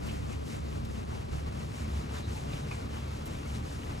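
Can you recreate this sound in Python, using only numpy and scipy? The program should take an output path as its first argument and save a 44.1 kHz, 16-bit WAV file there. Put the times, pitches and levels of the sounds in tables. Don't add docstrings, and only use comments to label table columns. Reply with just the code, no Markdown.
import sys
import numpy as np
from scipy import signal
from scipy.fft import rfft, irfft
from scipy.io import wavfile
from scipy.ndimage import uniform_filter1d

SR = 44100
rng = np.random.default_rng(int(sys.argv[2]) if len(sys.argv) > 2 else 0)


def to_wav(s):
    ch = np.atleast_2d(s).T
    pcm = np.round(np.clip(ch, -1, 1) * 32767)
    wavfile.write(sys.argv[1], SR, pcm.astype(np.int16))


N = 176400
TIME = np.arange(N) / SR
BINS_HZ = np.maximum(np.arange(N // 2 + 1) * SR / N, 1)
SIDES = np.array([[1], [-1]])

# freq_hz, density_db
RUSH_TONE = [(20, -102), (38, -62), (52, -68), (70, -65.5), (100, -59.5), (155, -65), (190, -69),
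             (260, -72.5), (320, -71.5), (390, -74), (560, -76), (800, -79), (1150, -80), (1700, -89),
             (2700, -88.5), (3400, -93.5), (4200, -93.5), (7000, -101.5), (10000, -106), (12300, -100),
             (15500, -106)]
# time_s, gain_db
RUSH_RIDE = [(0, 0), (1.2, 0.16), (2.1, 0.96), (3, .5), (4, 1)]
# pitch_hz, width_hz, level_db
BLOWER_RESONANCES = [(71.3, 6.5, -40), (134.3, 13, -52.5), (152.8, 7.4, -53), (221.8, 13.5, -52),
                     (249.8, 7.6, -60.5), (283.7, 14, -57), (436.3, 40, -57.5), (523, 18, -64),
                     (591, 12, -61), (802.4, 13, -61.5)]
# time_s, gain_db
RUMBLE_RIDE = [(0, -2), (.42, 2), (.51, -12), (.63, .5), (.9, 1.5), (1, -3.5), (1.2, -4), (1.34, 3),
               (1.76, -7), (1.86, 4.5), (2.03, 4.5), (2.13, -.5), (2.44, 1), (2.53, -7), (2.86, -1),
               (3.33, -5), (3.56, 1), (4, -6)]
# time_s, gain_db
HOLLOW_RIDE = [(0, -1), (1, 0), (1.9, 2), (2.8, 2), (4, 0.5)]
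# time_s, side_gain_db
LOW_WIDTH = [(0, 6), (1.3, 3), (1.9, -2.5), (4, -4)]

# pitch_hz, gain_db, t60_s
TAP_MODES = [(620, 0, .012), (1100, -1, .007), (2500, -3, .005)]
# start_s, level_db, brightness_hz
KNOCKS = [(2.7122, -37, 1400), (2.7142, -41, 4500), (2.7206, -45.5, 3000), (2.7266, -45, 3300)]
# pitch_hz, gain_db, t60_s, left_lead_rad
TUB_MODES = [(854, 0, 0.032, 2.4), (1195, 3, 0.024, 0.84), (1720, -1, 0.01, -1), (2230, 3.5, 0.037, 1.4),
             (2470, 5, 0.019, -1.2), (3280, -12, .012, -1), (4470, -1.5, 0.018, -0.49)]

# peak_s, pitch_hz, level_db, length_s, bandwidth_ratio
AIR_POCKETS = [(0.1, 2700, -50.5, 0.028, 0.38), (.32, 2350, -50, 0.025, 0.29),
               (0.526, 2180, -51, 0.027, 0.4), (2.162, 3830, -54, 0.026, .25),
               (2.25, 3900, -53.5, 0.024, 0.11), (2.375, 880, -43, 0.022, .08),
               (2.378, 2400, -53.5, .02, 0.32), (2.531, 2600, -51.5, 0.028, .2),
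               (2.534, 3600, -54.5, 0.014, 0.22), (2.972, 3000, -54, 0.012, 0.18),
               (2.976, 890, -48, 0.02, 0.48), (3.465, 2210, -52, .012, .04), (3.555, 4090, -60, 0.02, .15),
               (3.558, 2040, -58.5, 0.014, .2), (3.918, 2840, -56, 0.016, .05),
               (3.92, 848, -46, .014, 0.064)]
# start_s, gain_db, decay_s, tilt_db_per_octave, snap_db
SQUELCHES = [(.062, -6.5, 0.011, 3, -2), (.849, -2, 0.0063, -8, -1), (3.258, 1.5, 0.0047, 2, 3.5),
             (3.265, -4, .01, 1, -15)]
# freq_hz, density_db
SQUELCH_TONE = [(1500, -106), (4000, -87.5), (7500, -87.5), (10000, -90), (13200, -73), (15500, -92)]
# peak_s, length_s, hair_db, lather_db
STROKES = [(0.115, 0.13, 0.5, 0), (0.314, 0.095, -2, -1.5), (0.515, 0.095, 1.5, -5), (0.728, 0.11, -4, -7),
           (0.956, 0.097, -3, -3.5), (1.159, 0.12, -4.5, -0.5), (1.375, 0.084, -1.5, -2),
           (1.624, 0.13, -3, -5.5), (1.786, 0.092, 0.5, 1), (1.97, 0.1, -0.5, 0.5), (2.167, 0.074, 2, 4),
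           (2.362, 0.11, 1.3, 0), (2.559, 0.11, 1, 1.5), (2.742, 0.1, 0, 0), (2.963, 0.087, -1.5, 1.5),
           (3.14, 0.1, -5, -11.5), (3.346, 0.16, -2.5, -0.5), (3.494, 0.042, 0.5, 1),
           (3.559, 0.039, 3.5, 1), (3.712, 0.1, 1, -1), (3.912, 0.23, -3.5, 0)]
# freq_hz, density_db
HAIR_TONE = [(700, -96.5), (2000, -97), (3500, -92), (5000, -92.5), (7000, -93), (10000, -99.5),
             (12300, -92.5), (15500, -118)]
# freq_hz, density_db
LATHER_TONE = [(250, -93), (750, -76), (1200, -84.5), (1750, -87.5), (2450, -90), (3000, -88), (4000, -103),
               (7000, -110)]

# freq_hz, coherence_ratio
PORT_LIKENESS = [(45, .995), (70, .97), (100, .9), (250, .87), (400, .81), (800, .87), (1200, .6),
                 (1800, .28), (2250, .3), (2700, .66), (4200, .72), (5100, .58), (5900, .98), (7500, .98),
                 (9800, .56), (12000, .85), (13000, .998)]
# freq_hz, left_lead_rad
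PORT_PHASE = [(0, 0), (100, .1), (250, .95), (430, 2.1), (780, 3.2), (1030, 3.3), (1500, 4.4), (2000, 5.7),
              (2500, 4.3), (3010, 4.45), (3960, 5.5), (4910, 4.8), (5300, 6.28), (7600, 6.28), (9200, 5.1),
              (12600, 3.16), (16000, 3.14)]
# freq_hz, left_minus_right_db
PORT_BALANCE = [(60, -.7), (120, -.3), (230, 2.8), (440, 3.4), (860, 2.2), (1660, 1.5), (3230, 1.1),
                (6000, 0), (12000, 0)]


def from_db(db):
    return 10 ** (np.asarray(db) / 20)


def unit_rms(x):
    return x / np.sqrt(np.mean(np.abs(x) ** 2) + 1e-20)


def over_hz(points):
    hz, value = np.transpose(points)
    return np.interp(np.log(BINS_HZ), np.log(np.maximum(hz, 1)), value)


def colour(tone):
    return from_db(over_hz(tone)) * np.sqrt(SR / 2)


def ride(points):
    return from_db(np.interp(TIME, *np.transpose(points)))


def drift(rate_hz):
    return unit_rms(irfft(rfft(rng.standard_normal(N)) / (1 + (BINS_HZ / rate_hz) ** 2), N))


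def swell(peak_s, length_s):
    return np.exp(-np.minimum(np.log(2) * (2 * (TIME - peak_s) / length_s) ** 2, 20))


def ring(start_s, hz, t60_s, phase=0, rise_s=.00012):
    age = np.maximum(TIME - start_s, 0)
    envelope = (1 - np.exp(-age / rise_s)) * np.exp(-np.minimum(np.log(1000) * age / t60_s, 20))
    return envelope * np.sin(2 * np.pi * hz * age + phase)


def mic_ports(pair, eq):
    common, apart = rfft(pair) * eq
    alike = np.clip(over_hz(PORT_LIKENESS), 0, 1)
    lead = np.interp(BINS_HZ, *np.transpose(PORT_PHASE))
    blend = np.sqrt((1 + alike) / 2) * common + SIDES * np.sqrt((1 - alike) / 2) * apart
    balance = from_db(SIDES * over_hz(PORT_BALANCE) / 2)
    return irfft(blend * balance * np.exp(SIDES * 1j * lead / 2), N)


def shape_low_width(pair, top_hz=700):
    low_side = irfft(rfft(pair[0] - pair[1]) / 2 / (1 + (BINS_HZ / top_hz) ** 2) ** 2, N)
    return pair + SIDES * low_side * (ride(LOW_WIDTH) - 1)


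def blower(waver_db=1.44, levelling_s=.15):
    rush = mic_ports(rng.standard_normal((2, N)), colour(RUSH_TONE))
    rush *= ride(RUSH_RIDE) * from_db(waver_db * drift(14))
    lowest, *upper = [from_db(db) * unit_rms(1 / (1 + ((BINS_HZ - hz) * 2 / width_hz) ** 2))
                      for hz, width_hz, db in BLOWER_RESONANCES]
    hollow = mic_ports(rng.standard_normal((2, N)), sum(upper)) * ride(HOLLOW_RIDE)
    rumble = mic_ports(rng.standard_normal((2, N)), lowest)
    power = uniform_filter1d(np.mean(rumble ** 2, axis=0), int(levelling_s * SR))
    rumble /= unit_rms(np.sqrt(power))
    return shape_low_width(rush + hollow + rumble * ride(RUMBLE_RIDE))


def tub_reflections(x, wet_db=-13, t60_s=.027, low_cut_hz=600):
    delays_s = rng.uniform(.002, .025, size=14)
    echoes = np.zeros(N)
    polarity = rng.choice([-1, 1], len(delays_s))
    echoes[(delays_s * SR).astype(int)] = polarity * from_db(-60 * delays_s / t60_s)
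    low_cut = BINS_HZ ** 2 / (BINS_HZ ** 2 + low_cut_hz ** 2)
    walls = from_db(wet_db) * unit_rms(rfft(echoes)) * low_cut
    return irfft(rfft(x) * (1 + walls) / np.sqrt(1 + from_db(wet_db) ** 2), N)


def mic_tap(start_s=1.746, level_db=-31):
    return SIDES * sum(from_db(level_db + db) * ring(start_s, hz, t60) for hz, db, t60 in TAP_MODES)


def tub_knock(tail_db=-44, tail_rise_s=.0076, tail_t60_s=.22, tail_width_ratio=.16):
    clack = 0
    for start_s, db, brightness_hz in KNOCKS:
        for hz, mode_db, t60_s, lead in TUB_MODES:
            gain = from_db(db + mode_db) / np.hypot(1, (hz / brightness_hz) ** 2)
            clack = clack + gain * ring(start_s, hz, t60_s, SIDES * lead / 2)
    walls = unit_rms(sum(from_db(db) / (1 + (2 * (BINS_HZ / hz - 1) / tail_width_ratio) ** 2) ** 2
                         for hz, db, _, _ in TUB_MODES))
    age = np.maximum(TIME - KNOCKS[0][0], 0)
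    tail = (1 - np.exp(-age / tail_rise_s)) * from_db(tail_db - 60 * age / tail_t60_s)
    return clack + mic_ports(rng.standard_normal((2, N)), walls) * tail


def air_pockets(grain_db=4.5, grain_hz=300):
    air = rng.standard_normal((2, N)) * from_db(grain_db * np.minimum(drift(grain_hz), 2))
    pops = 0
    for peak_s, hz, db, length_s, bandwidth in AIR_POCKETS:
        resonance = signal.iirpeak(hz, 1 / bandwidth, fs=SR)
        pocket = signal.lfilter(*resonance, signal.lfilter(*resonance, air))
        pops = pops + from_db(db) * np.sqrt(swell(peak_s, length_s)) * unit_rms(pocket)
    return mic_ports(pops, eq=1)


def squelches(rise_s=.004, snap_s=.00071, pivot_hz=8000):
    foam = rng.standard_normal((2, N))
    spectrum = 0
    octaves = np.maximum(np.log2(BINS_HZ / pivot_hz), -2)
    for start_s, db, decay_s, tilt, snap_db in SQUELCHES:
        age = np.maximum(TIME - start_s, 0)
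        spurt = (1 - np.exp(-age / rise_s)) * np.exp(-np.minimum((age / decay_s) ** 2 / 2, 20))
        snap = (age > 0) * from_db(snap_db) * np.exp(-np.minimum(age / snap_s, 20))
        spectrum = spectrum + rfft((spurt + snap) * foam) * from_db(db + tilt * octaves)
    return mic_ports(irfft(spectrum, N), colour(SQUELCH_TONE))


def crackle(activity, bands, pops_per_s=1000, spread_db=2.5, patchy_db=1.8):
    edges_hz = np.geomspace(500, 16000, bands + 1)
    texture = 0
    for band in zip(edges_hz, edges_hz[1:]):
        sizes = unit_rms(from_db(spread_db * np.minimum(rng.exponential(1, N), 4.5)))
        fires = rng.random(N) < pops_per_s * activity / SR
        angle = rng.uniform(0, 2 * np.pi, N)
        scatter = np.array([np.cos(angle), np.sin(angle)])
        patches = unit_rms(from_db(patchy_db * drift(13)))
        clicks = sizes * fires * np.sqrt(2 * SR / pops_per_s) * scatter * patches
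        bandpass = signal.butter(2, band, "band", fs=SR, output="sos")
        texture = texture + signal.sosfilt(bandpass, clicks + 1e-18)
    return texture


def scrubbing(swish_db=-1.5, crackle_db=-5.5, lather_activity=.7):
    effort = sum(from_db(db) ** 2 * swell(peak_s, length_s) for peak_s, length_s, db, _ in STROKES)
    wetness = sum(from_db(db) ** 2 * swell(peak_s, length_s) for peak_s, length_s, _, db in STROKES)
    swish = from_db(swish_db) * np.sqrt(effort) * rng.standard_normal((2, N))
    hair = mic_ports(swish + from_db(crackle_db) * crackle(effort, bands=7), colour(HAIR_TONE))
    lather = crackle(lather_activity * wetness, bands=5) / np.sqrt(lather_activity)
    return hair + mic_ports(lather, colour(LATHER_TONE))


def scene():
    return tub_reflections(blower() + scrubbing()) + squelches() + air_pockets() + tub_knock() + mic_tap()


def record(dry, cutoff_hz=15000):
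    return irfft(rfft(dry) / np.sqrt(1 + (BINS_HZ / cutoff_hz) ** 160), N)


dry = scene()
out = record(dry)
to_wav(out)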